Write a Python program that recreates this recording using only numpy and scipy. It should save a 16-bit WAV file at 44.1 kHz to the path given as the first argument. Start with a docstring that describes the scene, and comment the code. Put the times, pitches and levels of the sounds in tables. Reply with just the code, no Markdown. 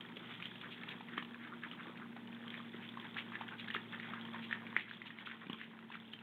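"""Wild boar feed on muddy ground in a forest clearing at night, heard through a narrow-band recorder. From the
start a far engine hums over a low rumble, slowly sinking in pitch, and the herd chews and stirs the wet litter
in clumps of tiny clicks. Throughout, jaws smack, ringing the mouth's resonances; bites and steps crunch, hooves
and bodies thud, and the trunks scatter each sound back. Near 4.8 s the hardest bite trips the gain control, and
the level creeps back up."""
import sys
import numpy as np
from scipy import signal
from scipy.fft import rfft, irfft
from scipy.io import wavfile

SR = 44100
rng = np.random.default_rng(int(sys.argv[2]) if len(sys.argv) > 2 else 0)


def generate_wav(sig):
    """Save sig (samples, or channels by samples) to the path in sys.argv[1] as 16-bit PCM at SR."""
    pcm = np.round(np.clip(np.atleast_2d(sig).T, -1, 1) * 32767).astype(np.int16)
    wavfile.write(sys.argv[1], SR, pcm)


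N = 274302
TIME = np.arange(N) / SR
BAND_EDGE_HZ = 3713   # upper edge of the recorder's narrow channel

# how busily the herd feeds: t/s, relative level of wet chewing/dB, relative level of crisp litter/dB
FEEDING_ACTIVITY = [(0, -60.5, -64.5), (.3, -55, -54.5), (.65, -61.5, -63.5), (.85, -57, -59),
                    (1.15, -56, -61.5), (1.6, -62.5, -62), (1.85, -53.5, -58.5), (2.0, -58, -64.5),
                    (2.27, -61.5, -68), (2.5, -56, -61), (2.9, -58, -57.5), (3.45, -54.5, -60.5),
                    (3.85, -59, -58.5), (4.1, -53.5, -56), (4.6, -55.5, -60), (5.25, -56.5, -55),
                    (5.75, -60, -64), (5.97, -56.5, -59.5), (6.22, -61, -56.5)]


def from_db(db):
    """Amplitude ratio of a level: a factor of ten for every 20 dB."""
    return 10 ** (np.asarray(db) / 20)


def rms_one(x):
    """Normalisation to unit root-mean-square amplitude."""
    return x / np.sqrt(np.mean(x ** 2) + 1e-20)


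def in_time(rows):
    """Linear interpolation of each column over the times in the first, sample by sample."""
    times, *columns = np.transpose(rows)
    return [np.interp(TIME, times, column) for column in columns]


def at_hz(spectrum, hz):
    """Gain of a spectrum, its levels interpolated over logarithmic frequency."""
    f, db = np.transpose(spectrum)
    return from_db(np.interp(np.log(hz + 1e-9), np.log(f), db))


def add(out, start_s, sound):
    """Superposition: a short sound adds to what is already there."""
    start = int(round(start_s * SR))
    low, high = max(start, 0), min(start + len(sound), N)
    out[low:high] += sound[low - start:high - start]


def drift(corner_hz):
    """Slow random fluctuation: low-passed Gaussian noise of unit rms."""
    hz = np.fft.rfftfreq(N, 1 / SR)
    return rms_one(irfft(rfft(rng.standard_normal(N)) / (1 + (hz / corner_hz) ** 2), N))


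def noise(spectrum):
    """Spectral shaping turns white noise into coloured noise of unit rms."""
    gain = at_hz(spectrum, np.fft.rfftfreq(N, 1 / SR))
    return rms_one(irfft(rfft(rng.standard_normal(N)) * gain, N))


def band(x, hz, kind, order=2):
    """Butterworth filter, maximally flat in its passband."""
    return signal.sosfilt(signal.butter(order, hz, kind, fs=SR, output="sos"), x + 1e-18)


def resonate(x, hz, width_hz):
    """Two-pole resonator with unit gain at its peak."""
    radius = np.exp(-np.pi * width_hz / SR)
    numerator = np.array([1, 0, -1]) * (1 - radius ** 2) / 2
    denominator = [1, -2 * radius * np.cos(2 * np.pi * hz / SR), radius ** 2]
    return signal.lfilter(numerator, denominator, x + 1e-18)


def grains(per_s, spread_db, size):
    """Poisson process: impulses of either sign at random moments, mostly weak, a few strong."""
    strength = from_db(spread_db * np.minimum(rng.exponential(1, size), 4))
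    return (rng.random(size) < per_s / SR) * strength * rng.choice([-1, 1], size)


def pop(t, hz, t60, rise_cycles):
    """Damped oscillation that builds up smoothly and decays exponentially; peak 1."""
    onset = 1 - np.exp(-(t * hz / rise_cycles) ** 2)
    wave = np.sin(2 * np.pi * hz * t) * from_db(-60 * t / t60) * onset
    return wave / np.abs(wave).max()


def ringing_clicks(colour, per_s, spread_db, clump_db, q, count=36):
    """Impulse excitation: clicks come in clumps, each ringing one of a bank of resonators; unit rms."""
    clicks = grains(per_s, spread_db, size=N) * from_db(clump_db * drift(18))
    resonator = rng.integers(0, count, N)
    pitches = np.geomspace(colour[0][0], colour[-1][0], count)
    return rms_one(sum(at_hz(colour, hz) * resonate(clicks * (resonator == k), hz, hz / q)
                       for k, hz in enumerate(pitches)))


def engine(start_hz=119.64, sag_hz_per_s=1.13, waver_db=0.5, hum_gain_db=0.35, rumble_db=-55):
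    """A sinking harmonic series wavers on its long path through the air, over a steady dull rumble."""
    # strength of the hum: t/s, relative level of fundamental/dB, relative level of second harmonic/dB
    hum_levels = [(0, -72.5, -61), (.35, -64, -63), (.95, -70.5, -60), (1.17, -69.5, -53.5),
                  (1.8, -73, -59), (2.35, -68, -53), (3.4, -65.5, -56.5), (3.8, -65.5, -57.5),
                  (4.35, -64.5, -51.5), (4.95, -66.5, -58.5), (5.8, -71.5, -54.5), (6.22, -67.5, -56.5)]
    # higher harmonics: harmonic number, level re the second/dB
    overtones = [(3, -22.5), (4, -19.5)]
    # spectrum of the rumble: f/Hz, relative density level/dB
    rumble_spectrum = [(25, -30.5), (85, -29), (120, -15.5), (145, -7.5), (170, 0), (215, -2), (270, -6),
                       (380, -8), (500, -18.5), (700, -20), (1200, -26)]
    first_db, second_db = in_time(hum_levels)
    harmonics = [(1, first_db), (2, second_db)] + [(round(k), second_db + db) for k, db in overtones]
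    phase = 2 * np.pi * np.cumsum(start_hz - sag_hz_per_s * TIME) / SR
    hum = np.zeros(N)
    for k, db in harmonics:
        amplitude = np.sqrt(2) * from_db(db + hum_gain_db + waver_db * drift(13))
        hum += amplitude * np.sin(k * phase + rng.uniform(0, 2 * np.pi))
    return hum + from_db(rumble_db) * noise(rumble_spectrum)


def chewing(gain_db=-0.68):
    """Many small wet clicks excite well-damped resonances of the mouths."""
    # colour of the chewing: f/Hz, relative level/dB
    colour = [(450, -2.5), (650, -8), (900, 3.5), (1300, 1), (1750, 5), (2200, -4.5), (2800, -10)]
    chew_db, _ = in_time(FEEDING_ACTIVITY)
    clicks = ringing_clicks(colour, per_s=900, spread_db=0.5, clump_db=3.5, q=11.5)
    return from_db(chew_db + gain_db) * clicks


def litter(gain_db=-2):
    """Snouts and hooves stir the litter, whose crisp clicks excite high, sharp resonances."""
    # colour of the litter: f/Hz, relative level/dB
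    colour = [(1900, 0.5), (2400, -2.5), (2800, -4.5), (3400, 8), (4200, -17)]
    _, litter_db = in_time(FEEDING_ACTIVITY)
    clicks = ringing_clicks(colour, per_s=700, spread_db=1.5, clump_db=1.5, q=24.0)
    return from_db(litter_db + gain_db) * clicks


def nibbles(per_s=6, over_chewing_db=14.5, spread_db=0.5, low_hz=1200, high_hz=3500, count=64):
    """The herd's faint smacks, a Poisson process as loud as the chewing is busy: t/s, level/dB, f/Hz."""
    wait, strength, pitch = rng.random((count, 3)).T
    times = np.cumsum(-np.log(1 - wait)) / per_s
    chew_db, _ = in_time(FEEDING_ACTIVITY)
    db = np.interp(times, TIME, chew_db) + over_chewing_db + spread_db * (2 * strength - 1)
    hz = low_hz * (high_hz / low_hz) ** pitch
    return [row for row in zip(times, db, hz) if row[0] < TIME[-1]]


def smacks(snap_db=-4, upper_db=-29, crackle_db=-30, crackle_t60=0.052, hard_bite_db=-38.5):
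    """Cavity resonance: a dry snap of the jaws rings two modes of the mouth as breaking food crackles."""
    # the loudest smacks of the jaws: t/s, relative peak level/dB, mouth resonance f/Hz
    loud_smacks = [(.008, -38, 3180), (.169, -40, 3300), (.424, -34, 2500), (.455, -32, 3200),
                   (.613, -39, 3460), (.834, -37.5, 2160), (.889, -34, 3410), (1.007, -41.5, 910),
                   (1.177, -31, 1180), (1.1785, -28, 1800), (1.179, -35.5, 3070), (1.224, -38.5, 1170),
                   (1.344, -41.5, 1620), (1.635, -35, 1730), (1.713, -37, 2980), (2.164, -42.5, 810),
                   (2.503, -39, 3350), (2.541, -37, 1800), (2.889, -38, 3400), (2.972, -36, 1100),
                   (2.998, -40.5, 3400), (3.167, -33.5, 1720), (3.183, -35, 2070), (3.319, -41, 1200),
                   (3.354, -30.5, 1740), (3.41, -34, 892), (3.487, -40, 1560), (3.682, -35, 1700),
                   (3.702, -32, 1840), (3.709, -34.5, 2970), (3.742, -31, 3430), (3.7475, -28.5, 1280),
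                   (3.764, -29.5, 1780), (3.998, -35, 1910), (4.135, -33.5, 1310), (4.211, -41, 3280),
                   (4.344, -39, 1000), (4.51, -31.5, 1740), (4.5268, -22, 1810), (4.666, -38, 2280),
                   (4.7647, -15.5, 1996), (4.773, -26, 2210), (4.911, -31.5, 1640), (4.936, -41, 3500),
                   (5.017, -31.5, 2040), (5.104, -34.5, 1870), (5.186, -34.5, 2130), (5.262, -39, 3200),
                   (5.2712, -32, 1440), (5.467, -40.5, 2430), (5.497, -32.5, 2930), (5.498, -35.5, 1090),
                   (5.5303, -30, 3320), (5.613, -36, 1820), (5.789, -45, 1350), (5.901, -39.5, 1000),
                   (5.953, -35, 1350), (6.134, -33, 3070), (6.189, -41.5, 2740)]
    out, t = np.zeros(N), TIME[:4096]
    snap = band(signal.unit_impulse(len(t)), [1100, 4200], "band")
    snap = snap / np.abs(snap).max()
    for s, db, hz in list(loud_smacks) + nibbles():
        t60 = 0.014 * (1800 / hz) ** 0.16   # a wider, lower mouth rings longer
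        t60 *= from_db(0.17 * min(hard_bite_db - db, 0))   # a hard bite shuts the mouth sooner
        dryness = min(hz / BAND_EDGE_HZ, 1) ** 2   # low smacks are wet and soft, high ones crisp
        mouth = pop(t, hz, t60, rise_cycles=1.02) + dryness * from_db(snap_db) * snap
        upper = from_db(upper_db) * pop(t, hz * rng.uniform(1.1, 2.4), t60, rise_cycles=0.21)
        fractures = band(grains(per_s=3200, spread_db=1.0, size=len(t)), [1000, 4000], "band", order=3)
        crackle = rms_one(fractures) * from_db(crackle_db - 60 * t / crackle_t60)
        # upper mode and crackle gain only half as many decibels as the bite: hard bites sound purer
        add(out, s, from_db(db) * mouth + from_db(db / 2) * (upper + crackle))
    return out


def crunches(gain_db=-5.5, bypass=0.085):
    """Acoustic emission: a bite or a step in mud frees a swell of fractures, coloured by a resonance."""
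    # crunches and squelches: centre t/s, relative rms level/dB, duration/s, resonance f/Hz
    bursts = [(0.169, -44.5, 0.012, 2220), (0.306, -48.5, 0.073, 2000), (0.444, -46, 0.038, 2580),
              (0.615, -51, 0.03, 2400), (0.729, -44, .03, 2560), (0.911, -43, 0.022, 2420),
              (1.138, -46, .025, 1500), (1.189, -42.5, 0.04, 1800), (1.436, -47, 0.055, 1630),
              (1.531, -42.5, 0.018, 1220), (1.643, -42, 0.024, 1520), (1.80, -42.5, .018, 1490),
              (1.883, -53.5, 0.048, 1160), (2.022, -48, 0.036, 1350), (2.366, -52.5, .025, 1600),
              (2.546, -46.5, 0.038, 1920), (2.739, -48.5, 0.019, 1520), (2.834, -47, 0.032, 2000),
              (3.191, -37, 0.022, 2250), (3.348, -43.5, 0.03, 1650), (3.599, -40, 0.02, 2600),
              (3.685, -39, .007, 3200), (3.752, -37.5, 0.023, 2190), (3.94, -40, 0.021, 1480),
              (4.032, -43.5, .022, 1740), (4.158, -45, 0.058, 1440), (4.339, -45, 0.011, 1260),
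              (4.44, -44, 0.032, 2360), (4.535, -47, 0.023, 1770), (4.797, -38.5, .045, 2200),
              (4.9, -41.5, .014, 2800), (4.944, -46, 0.026, 3200), (5.069, -39, 0.019, 2400),
              (5.2, -47, 0.024, 2550), (5.272, -41.5, 0.024, 2240), (5.31, -39, 0.031, 1640),
              (5.537, -44.5, 0.015, 1150), (5.619, -44, 0.063, 1890), (5.944, -38, 0.011, 1800),
              (6.135, -42, 0.011, 3200)]
    out, t = np.zeros(N), TIME[:8192]
    middle = t[-1] / 2
    for s, db, length, hz in bursts:
        width_hz = 1470 * (hz / 2000) ** 2.46   # wet squelches are narrow, dry crunches broad
        swell = np.exp(-2 * ((t - middle) / length) ** 2)
        fractures = band(grains(per_s=900, spread_db=1.5, size=len(t)) * swell, [800, 4300], "band")
        stage_hz = width_hz * np.sqrt(2)   # two broader stages in series give steeper flanks
        burst = resonate(resonate(fractures, hz, stage_hz), hz, stage_hz) + bypass * fractures
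        add(out, s - middle, from_db(db + gain_db) * rms_one(burst) * np.sqrt(np.mean(swell ** 2)))
    return out


def thuds(gain_db=-2.0, body_db=-15):
    """Impacts of hooves and bodies excite a low, heavily damped mode and a little narrow-band noise."""
    # dull impacts: t/s, relative peak level/dB, f/Hz, decay time T60/s
    impacts = [(0.168, -42, 403, 0.025), (1.178, -34.5, 290, 0.021), (1.869, -42, 330, .065),
               (1.894, -44.5, 462, 0.053), (2.252, -45, 182, 0.064), (2.743, -41.5, 360, 0.036),
               (3.757, -38.5, 375, .038), (4.764, -33.5, 340, .013), (5.466, -33.5, 228, .03),
               (5.4955, -28.5, 223, 0.03), (5.529, -32.5, 200, 0.013)]
    out, t = np.zeros(N), TIME[:8192]
    for s, db, hz, t60 in impacts:
        body = rms_one(resonate(rng.standard_normal(len(t)), hz, width_hz=160))
        body *= from_db(body_db - 60 * t / (2 * t60))
        add(out, s, from_db(db + gain_db) * (pop(t, hz, t60, rise_cycles=0.24) + body))
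    return band(band(out, 125, "high", order=5), 700, "low")


def forest(x, first_echo_s=0.0068, t60=0.37, gain_db=-10):
    """Scattering: the trunks return many small echoes that weaken exponentially with delay."""
    t = TIME[:SR]
    echoes = grains(per_s=2500, spread_db=4.5, size=len(t)) * from_db(-60 * t / t60) * (t > first_echo_s)
    return from_db(gain_db) * signal.fftconvolve(x, echoes / np.sqrt(np.sum(echoes ** 2)))[:N]


def gain_control(x, threshold_db=-18.5, depth_db=4.5, recover_db_per_s=0.8):
    """Automatic gain control: a peak over the threshold cuts the gain fast, and it recovers slowly."""
    tripped_db = depth_db * (np.abs(x) > from_db(threshold_db))
    recovery_db = recover_db_per_s * TIME
    cut_db = np.maximum.accumulate(tripped_db + recovery_db) - recovery_db
    return x * from_db(-band(cut_db, 160, "low", order=1))   # attack of about a millisecond


def scene():
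    """Superposition of the feeding herd, its echoes from the trunks and the far engine."""
    herd = chewing() + litter() + smacks() + crunches() + thuds()
    return (herd + forest(herd) + engine())[None]


def record(dry, hiss_db=-84.0, fizz_db=-30, cutoff_hz=15750):
    """Band limiting: above a telephone-wide channel lie only hiss and a fizz that follows crisp sounds."""
    # spectrum of the fizz: f/Hz, relative density level/dB
    fizz_spectrum = [(4000, 2), (5500, -4), (6800, 6), (8000, 1.5), (10500, 0), (13000, 10), (16000, -13)]
    # spectrum of the recorder's hiss: f/Hz, relative density level/dB
    hiss_spectrum = [(4000, -2), (5200, -1.3), (6800, -0.35), (9500, 0.39), (12500, 1.1), (16000, -0.36)]
    narrow = band(band(dry[0], BAND_EDGE_HZ, "low", order=14), 6400, "low", order=8)
    crispness = np.abs(band(narrow, 2760, "high", order=6))
    fizz = from_db(fizz_db) * crispness * noise(fizz_spectrum)
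    hiss = from_db(hiss_db) * noise(hiss_spectrum)
    steep_lowpass = signal.ellip(10, .1, 70, cutoff_hz, fs=SR, output="sos")
    return signal.sosfilt(steep_lowpass, gain_control(narrow + fizz + hiss))[None]


dry = scene()
out = record(dry)
generate_wav(out)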